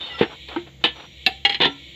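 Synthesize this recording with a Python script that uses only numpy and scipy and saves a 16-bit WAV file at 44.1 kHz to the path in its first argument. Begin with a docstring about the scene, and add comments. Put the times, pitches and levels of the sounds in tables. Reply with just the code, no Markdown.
"""At a wooden bench outdoors, a steel bending key is fitted onto a thin reinforcing bar between pins.
The key clinks, is tapped, bounces on a pin and rattles home: fading sine tones plus bursts of noise.
The bar slides and thumps on the bench: uneven noise, gliding squeaks and dull wooden tones.
Behind lie a weak echo, low air noise, a hiss whose level dips and recovers, a wavering low hum
and faint whistles."""
import sys
import numpy as np
from scipy import signal
from scipy.fft import rfft, irfft, next_fast_len
from scipy.io import wavfile
from scipy.ndimage import uniform_filter1d, minimum_filter1d, map_coordinates

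SR = 44100
rng = np.random.default_rng(int(sys.argv[2]) if len(sys.argv) > 2 else 0)


def unload_audio(sound):
    """Save the sound as a 16-bit wav file, at the path given as the first command line argument."""
    columns = np.transpose(np.atleast_2d(sound))
    # keep every value between -1 and 1, then stretch to whole-number steps
    steps = np.round(np.clip(columns, -1, 1) * 32767)
    wavfile.write(sys.argv[1], SR, steps.astype(np.int16))


N = 85995  # samples in the scene

# dull thud of the bench, under steel contacts and wood blows alike: [f/Hz, relative level per Hz/dB]
THUD = [(25, -44), (55, -36), (110, -14.5), (200, -3.5), (470, -4), (560, -23.5), (640, -7), (850, -11.5),
        (1200, -16.5), (1800, -10.5), (3400, -13.5), (4500, -32), (7000, -66), (15000, -67)]
THUD_RISE_S = 0.0005


def amp(db):
    """Turn decibels into a gain."""
    return 10 ** (np.asarray(db) / 20)


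def unit(x):
    """Scale a sound to an rms of 1."""
    return x / np.sqrt(np.mean(x ** 2) + 1e-20)


def along(points, hz):
    """Read a curve of (Hz, value) points on a log frequency axis."""
    f, v = np.transpose(points)
    return np.interp(np.log(hz + 1), np.log(f + 1), v)


def filtered(x, response):
    """Multiply the spectrum of x by a response that depends on frequency."""
    size = next_fast_len(len(x) + 8192)
    hz = np.fft.rfftfreq(size, 1 / SR)
    return irfft(rfft(x, size) * response(hz), size)[:len(x)]


def noise(spectrum, size):
    """Colour white noise with a spectrum and scale it to an rms of 1."""
    white = rng.standard_normal(size)
    return unit(filtered(white, lambda hz: amp(along(spectrum, hz))))


def wobble(rate):
    """A smooth random curve through `rate` random points a second."""
    knots = rng.standard_normal(4096)
    return map_coordinates(knots, [np.arange(N) * rate / SR], mode="wrap")


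def add(track, s, sound):
    """Mix a sound into the track at s seconds."""
    part = track[max(0, round(s * SR)):][:len(sound)]
    part += sound[:len(part)]


def fade(t60, rise, hold=0):
    """Half a second of fast rise, brief hold and exponential decay (60 dB in t60 seconds)."""
    t = np.arange(SR // 2) / SR
    decay = np.exp(-np.log(1000) * np.maximum(t - hold, 0) / t60)
    return decay * (1 - np.exp(-t / rise))


def ring(modes, length, disorder):
    """A struck body rings in fading sine tones; disorder (0-1) scatters their starting phases."""
    rise_s, scatter_db = 0.00066, 3.1  # each blow excites the modes a little differently
    t = np.arange(SR // 2) / SR
    out = np.zeros(SR // 2)
    for k, (hz, db, t60) in enumerate(modes):
        level = (-1) ** k * amp(db + scatter_db * rng.standard_normal())  # signs alternate
        wave = np.sin(2 * np.pi * (hz * t + disorder * rng.random()))
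        out += level * fade(t60 * length, rise_s) * wave
    return out


def burst(spectrum, t60, rise):
    """Noise stands for crowded modes, fed while the contact chatters; the treble dies first."""
    chatter_s = 0.0018
    treble_hz, treble_life = 4450, 0.69  # crossover; share of the t60 that is left above it
    crowd = noise(spectrum, size=SR // 2)
    treble = filtered(crowd, lambda hz: 1 - 1 / (1 + (hz / treble_hz) ** 10))
    low_part = (crowd - treble) * fade(t60, rise, hold=chatter_s)
    return low_part + treble * fade(t60 * treble_life, rise, hold=chatter_s)


def tone(length, hz, sag, jitter):
    """A wavering tone that swells and fades; its pitch sinks by the share `sag` a second."""
    flutter_db, flutter_per_s = 3.2, 72.4
    t = np.arange(SR // 2) / SR
    pitch = hz * (1 - sag * t + jitter * wobble(150)[:len(t)])
    swell = np.sqrt(np.abs(np.sin(np.pi * np.clip(t / length, 0, 1))))
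    flutter = amp(flutter_db * wobble(flutter_per_s)[:len(t)])
    return np.sqrt(2) * swell * flutter * np.sin(2 * np.pi * np.cumsum(pitch) / SR)


def tones(rows, sag, jitter):
    """Place all the short tones of one table at their times."""
    out = np.zeros(N)
    for s, length, hz, db in rows:
        add(out, s, amp(db) * tone(length, hz, sag, jitter))
    return out


def steel():
    """Each contact rings a steel part, with one frequency in focus, and jolts the bench under it."""
    # ringing of bar, key and pin, and of all pressed together on the bench as one jig,
    # before each contact adjusts it: [f/Hz, level/dB, t60/s]
    bar = [(322.3, -14.5, 0.22), (483, -13.5, 0.16), (958, -28.5, 0.36), (1039, -15, 0.14),
           (1332, -13, 0.11), (1748, -15, 0.18), (2040, -20.5, 0.22), (2350, -18.5, 0.15),
           (2998, 1.5, 0.15), (3173, -17, 0.086), (3250, -20, 0.31), (3556, -16, .13), (3630, -13, .15),
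           (3765, -5, 0.15), (4710, -18.5, 0.083), (9250, -45, .17)]
    key = [(700.4, -5, 0.16), (758, -11.5, 0.27), (786, -18.5, 0.35), (1740, -3, 0.099), (2263, -1, 0.086),
           (2163, -17.5, 0.17), (2627, 1, 0.091), (2684, 4, 0.098), (3530, 1, 0.07), (3670, -5, .06),
           (3980, -10.5, .05), (4210, -4.5, 0.032), (4840, -15, 0.1), (6750, -29, 0.12),
           (9110, -36.5, 0.11), (11550, -26, 0.12), (14360, -35.5, .11)]
    pin = [(804.6, -15, 0.25), (1362, -21.5, 0.16), (1690, -14.5, 0.099), (1973, -10, .14),
           (1970, -25.5, 0.097), (2126, -11, 0.12), (2204, -1, 0.069), (2304, -6, 0.038), (2850, 0, 0.089),
           (2970, -6.5, 0.077), (3263, -2.5, 0.085), (3300, -2, .07), (3460, -7.5, .06), (4062, 3.5, 0.044),
           (4087, 0, 0.057)]
    jig = [(148, -13.5, 0.17), (281, -6, 0.29), (420, -14, 0.097), (774.6, -7.5, 0.15), (938, -4, .07),
           (997, -1.5, 0.05), (1357, -8, 0.16), (1425, -21, .24), (1794, 1.5, .09), (2300, -17, .15),
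           (2583, -2.5, .065), (3320, -10, .07), (3520, 1, 0.13), (3711, -3, 0.088), (4060, 0.5, 0.044)]
    # dense short clatter of the same parts, before the focus: [f/Hz, relative level per Hz/dB]
    bar_clatter = [(50, -54), (150, -32), (600, -19.5), (850, -5), (1200, -17), (1800, -11.5), (2700, 1),
                   (3600, 3), (4400, -12), (5300, -30), (7000, -34), (8500, -41), (12500, -40.5),
                   (14500, -53), (15600, -61.5)]
    key_clatter = [(50, -52), (150, -29), (600, -28.5), (850, -9.5), (1250, -23.5), (1800, -9.5),
                   (2600, 2.5), (3200, 0), (4200, 7.5), (5300, -22.5), (7200, -41.5), (8500, -34),
                   (11500, -35), (14500, -42.5), (15600, -61.5)]
    pin_clatter = [(50, -56.5), (170, -54), (330, -11.5), (480, -10.5), (620, -35), (850, -10),
                   (1300, -22.5), (2100, 1.5), (2550, -4.5), (3100, 2), (3750, -8), (4200, -5), (4700, -18),
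                   (5200, -15.5), (5700, -34.5), (6500, -24), (8500, -39.5), (11500, -45.5), (15500, -58)]
    jig_clatter = [(60, -39), (140, -10.5), (480, 7), (560, -12.5), (640, -33.5), (760, -2), (960, 2.5),
                   (1100, -11.5), (1230, -41), (1330, -6), (1520, -19), (1760, -4.5), (2150, -7), (3500, 2),
                   (4150, -8), (4900, -21.5), (5700, -33), (6700, -31.5), (8400, -53), (9400, -41.5),
                   (12000, -52.5), (15500, -57)]
    # steel contacts: [t/s, part, ring level/dB, clatter level/dB, clatter t60 below the treble/s,
    # bench thud level/dB, ring length/share, focus f/Hz, drop away from the focus/dB per octave]
    contacts = [(0.486, "key", -49, -37.5, 0.074, -43, 1, 3500, -4),
                (0.8393, "bar", -11.5, -12, 0.11, -23.5, 0.97, 3200, 0),
                (0.8481, "bar", -40, -18.5, 0.17, -26.5, 0.66, 3200, 0),
                (1.2638, "key", -12, -9.5, 0.052, -24, 0.7, 3300, -0.5),
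                (1.4505, "pin", -12, -14.5, 0.1, -37, 0.8, 2420, -2),
                (1.4946, "pin", -21, -22, 0.13, -36.5, 0.88, 3840, -2),
                (1.5228, "pin", -27.5, -25.5, 0.13, -38, .7, 3290, 6),
                (1.5445, "pin", -21, -20.5, 0.1, -37, 0.84, 2550, 6),
                (1.6022, "jig", -21, -25.5, 0.095, -21, 0.53, 3000, 2.5),
                (1.6112, "jig", -25.5, -17.5, 0.076, -34.5, .8, 3200, 4.5),
                (1.617, "jig", -25.5, -13, 0.16, -26.5, 1, 2000, 2),
                (1.6335, "pin", -16, -27, .06, -43.5, 1.4, 3150, 12.5),
                (1.6378, "jig", -21.5, -36, 0.042, -30, 0.69, 3000, 3),
                (1.646, "jig", -18, -16, 0.04, -35, 0.55, 2500, 3.5),
                (1.6538, "jig", -20.5, -15, 0.11, -25, 1.18, 3000, 0)]
    parts = {"bar": (bar, bar_clatter), "key": (key, key_clatter),
             "pin": (pin, pin_clatter), "jig": (jig, jig_clatter)}

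    def focused(table, centre_hz, focus_db):
        """Lower the levels by focus_db per octave away from the centre; a negative value lifts them."""
        return [(hz, db - focus_db * abs(np.log2(hz / centre_hz)), *rest) for hz, db, *rest in table]

    out = np.zeros(N)
    for s, part, ring_db, clatter_db, t60, thud_db, length, centre_hz, focus_db in contacts:
        modes, spectrum = (focused(table, centre_hz, focus_db) for table in parts[part])
        ringing = amp(ring_db) * ring(modes, length, disorder=1)
        clatter = amp(clatter_db) * burst(spectrum, t60, rise=0.00013)
        jolt = amp(thud_db) * burst(THUD, t60=0.13, rise=THUD_RISE_S)
        add(out, s, ringing + clatter + jolt)
    return out


def wood():
    """Dull blows on the bench top: a soft push, its low modes and a thud."""
    # the bench, and its top knocked lightly at another spot,
    # before each blow adjusts it: [f/Hz, level/dB, t60/s]
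    bench = [(146, -2.5, 0.053), (212.4, -11, 0.098), (320, -4.5, 0.092), (340, -4.5, 0.12),
             (420.3, 1.5, 0.083), (475.2, -4, 0.13), (767, -16, 0.23), (864, -13.5, .09), (917, -8.5, 0.1)]
    plank = [(320, 4, 0.057), (346.5, -0.5, 0.16), (812, -8, 0.043), (936, -5.5, 0.057), (1120, -26, 0.12),
             (1288, -9, 0.042), (1556, -18, 0.073), (2110, -28, 0.21), (3106, -20, .09)]
    # blows: [t/s, part, ring level/dB, thud level/dB, thud t60 below the treble/s,
    # ring length/share, push level/dB]
    knocks = [(0.2094, "bench", -12, -19, 0.17, .95, -2.5), (.2245, "bench", -27.5, -16.5, 0.074, .8, -31),
              (.5615, "plank", -15.5, -31, 0.16, 0.88, -27), (.664, "plank", -48, -46.5, 0.2, .8, -54)]
    parts = {"bench": bench, "plank": plank}
    push_s = 0.00105  # time scale of the push
    u = np.arange(SR // 2) / SR / push_s - np.pi
    push = (1 - 2 * u * u) * np.exp(-u * u)  # one smooth hump with a dip on each side
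    out = np.zeros(N)
    for s, part, ring_db, thud_db, t60, length, push_db in knocks:
        ringing = amp(ring_db) * ring(parts[part], length, disorder=0)
        thud = amp(thud_db) * burst(THUD, t60, THUD_RISE_S)
        add(out, s, ringing + thud + amp(push_db) * push)
    return out


def sliding():
    """Uneven slips rasp on the wood, crush sand grains and make the bar sing faintly."""
    # strokes of the bar: [start t/s, length/s, rasp level/dB, squeal level/dB]
    slides = [(0, 0.11, -40.5, -37), (0.105, 0.1, -45, -43.5), (0.18, 0.062, -35.5, -32.5),
              (0.293, 0.056, -41.5, -62), (0.479, 0.045, -42, -47), (0.509, 0.041, -35, -59),
              (0.661, .02, -45, -60), (0.801, 0.033, -53.5, -54), (0.946, 0.11, -45, -48)]
    # colour of the rasp: [f/Hz, relative level per Hz/dB]
    rasp_colour = [(80, -40.5), (200, -6.5), (450, 3), (620, 0.5), (850, 4), (1300, -1), (2200, -5),
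                   (3500, -3.5), (4500, -28.5), (6000, -33), (10000, -53), (15000, -44)]
    # resonances of the singing bar: [f/Hz, width/Hz, relative level/dB]
    resonances = [(2150, 250, -15), (2710, 130, -8.5), (3056, 162, -5.5), (3564, 201, -2), (3690, 122, -1),
                  (4255, 295, -15.5)]
    rise_s, fall_s = 0.012, 0.04  # the fall is centred on the end of the stroke
    slips_per_s, slip_db = 130, 2
    grit_per_s, grit_db = 130, -12  # crushed grains, level against the rasp
    t = np.arange(N) / SR
    slips = amp(slip_db * wobble(slips_per_s))
    grains = (rng.random(N) < grit_per_s / SR) * rng.standard_normal(N)
    grit = unit(filtered(grains, lambda hz: amp(along(rasp_colour, hz))))
    rasp = unit(slips * noise(rasp_colour, size=N)) + amp(grit_db) * grit

    def body(f):
        """Sum the bar's resonances, with alternating signs."""
        return sum((-1) ** k * amp(db) * 1j * f * width / (centre * centre - f * f + 1j * f * width)
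                   for k, (centre, width, db) in enumerate(resonances))

    squeal = unit(filtered(slips * rng.standard_normal(N), body))
    out = np.zeros(N)
    for s, length, rasp_db, squeal_db in slides:
        start = np.clip((t - s) / rise_s, 0, 1)
        stop = np.clip((s + length - t) / fall_s + .5, 0, 1)
        out += start * stop * (amp(rasp_db) * rasp + amp(squeal_db) * squeal)
    return out


def squeaks():
    """The sliding bar squeaks; the pitches sink as its free end grows."""
    # squeaks: [start t/s, length/s, starting f before jitter/Hz, level before swell and flutter/dB]
    rows = [(0, .11, 3060, -40), (0, .105, 3760, -38), (.003, .035, 3600, -34), (.04, .04, 4360, -46),
            (.095, .08, 2850, -42), (.13, .065, 1375, -41), (.11, .08, 5310, -58), (.095, .12, 2005, -42)]
    return tones(rows, sag=.25, jitter=.008)  # shares of the pitch; sag is per second


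def yard(x):
    """A short echo from the walls: fading noise that dies at a different speed in each band."""
    # echo decay: [f/Hz, t60/s]
    decay = [(150, 0.17), (1000, 0.32), (3000, 0.28), (10000, .12)]
    hz, t, bands = signal.stft(rng.standard_normal(SR // 2), SR, nperseg=256)
    fading = bands * np.exp(-np.log(1000) * t / along(decay, hz)[:, None])
    tail = signal.istft(fading, SR, nperseg=256)[1]
    return signal.fftconvolve(x, tail / np.linalg.norm(tail))[:N]


def air():
    """Low air noise: steady noise, mostly bass."""
    # colour of the air noise: [f/Hz, relative level per Hz/dB]
    colour = [(20, -42), (48, -17), (66, 6.5), (102, -7), (135, -4), (200, -5.5), (270, -17.5), (341, -3),
              (394, -25.5), (472, -11.5), (600, -18.5), (1000, -28.5), (1500, -31.5), (2200, -15),
              (3300, -74.5)]
    return amp(-50.5) * noise(colour, size=N)


def swelling_hiss():
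    """Hiss whose level dips and recovers, with a steady fizz on top: two layers of coloured noise."""
    # colours of the changing hiss and the steady fizz: [f/Hz, relative level per Hz/dB]
    hiss_colour = [(820, -75), (1400, -45), (1820, -25.5), (1910, -5.5), (2050, -18), (2200, -0.5),
                   (2640, -8), (3130, 1), (3990, -3), (5180, -37), (5610, -22.5), (6330, -41), (6930, -20),
                   (7820, -26.5), (8480, -70), (10700, -50.5), (11700, -34), (12700, -52), (15500, -48.5)]
    fizz_colour = [(1000, -31.5), (3500, 5.5), (5200, -10.5), (7200, -2), (8500, -31), (10800, -33),
                   (12000, -12), (13000, -24), (14000, -16), (15500, -25)]
    # dips and recoveries of the hiss: [t/s, level/dB]
    hiss_level = [(0, -46.5), (.3, -46), (.44, -43), (.6, -45), (.7, -55.5), (.78, -58.5), (.84, -64),
                  (.95, -48), (1.1, -49.5), (1.24, -44), (1.32, -40), (1.42, -50), (1.58, -48.5),
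                  (1.72, -46.5), (1.85, -43.5), (1.95, -44.5)]
    t = np.arange(N) / SR
    level = amp(np.interp(t, *np.transpose(hiss_level)))
    return level * noise(hiss_colour, size=N) + amp(-60.5) * noise(fizz_colour, size=N)


def hum():
    """A low tone and its octave waver together in pitch and loudness."""
    hum_hz, first_db, octave_db = 67.1, -55.5, -57.5  # middle pitch; levels before the wavering
    t = np.arange(N) / SR
    phase = 2 * np.pi * hum_hz * t + 0.78 * wobble(7.22)
    loudness = np.sqrt(2) * amp(2.6 * wobble(3.7))
    return loudness * (amp(first_db) * np.sin(phase) + amp(octave_db) * np.sin(2 * phase))


def whistles():
    """Faint thin whistles far off: short tones that sink slightly."""
    # whistles: [start t/s, length/s, starting f before jitter/Hz, level before swell and flutter/dB]
    rows = [(.22, 0.11, 5560, -62), (.31, 0.039, 5700, -64), (.93, 0.23, 5860, -62.5),
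            (1.66, 0.093, 5850, -65)]
    return tones(rows, sag=.09, jitter=.003)  # shares of the pitch; sag is per second


def scene():
    """The work at the bench, its weak echo and the background."""
    echo_db = -20
    work = steel() + wood() + sliding() + squeaks()
    background = air() + swelling_hiss() + hum() + whistles()
    return (work + amp(echo_db) * yard(work) + background)[None]


def record(dry):
    """Cut the deepest bass, turn the highest peaks down and remove everything above the top frequency."""
    low_cut_hz, top_hz = 43.3, 15600
    ceiling = .85  # peak limit ahead of the top cut, full scale = 1
    lean = signal.sosfilt(signal.butter(2, low_cut_hz, "high", fs=SR, output="sos"), dry[0])
    needed = np.minimum(1, ceiling / (np.abs(lean) + 1e-9))
    # the gain dips around each peak (windows of 131 samples, 3 ms)
    gain = uniform_filter1d(minimum_filter1d(needed, size=131), size=131)
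    return filtered(lean * gain, lambda hz: hz < top_hz)[None]


dry = scene()
out = record(dry)
unload_audio(out)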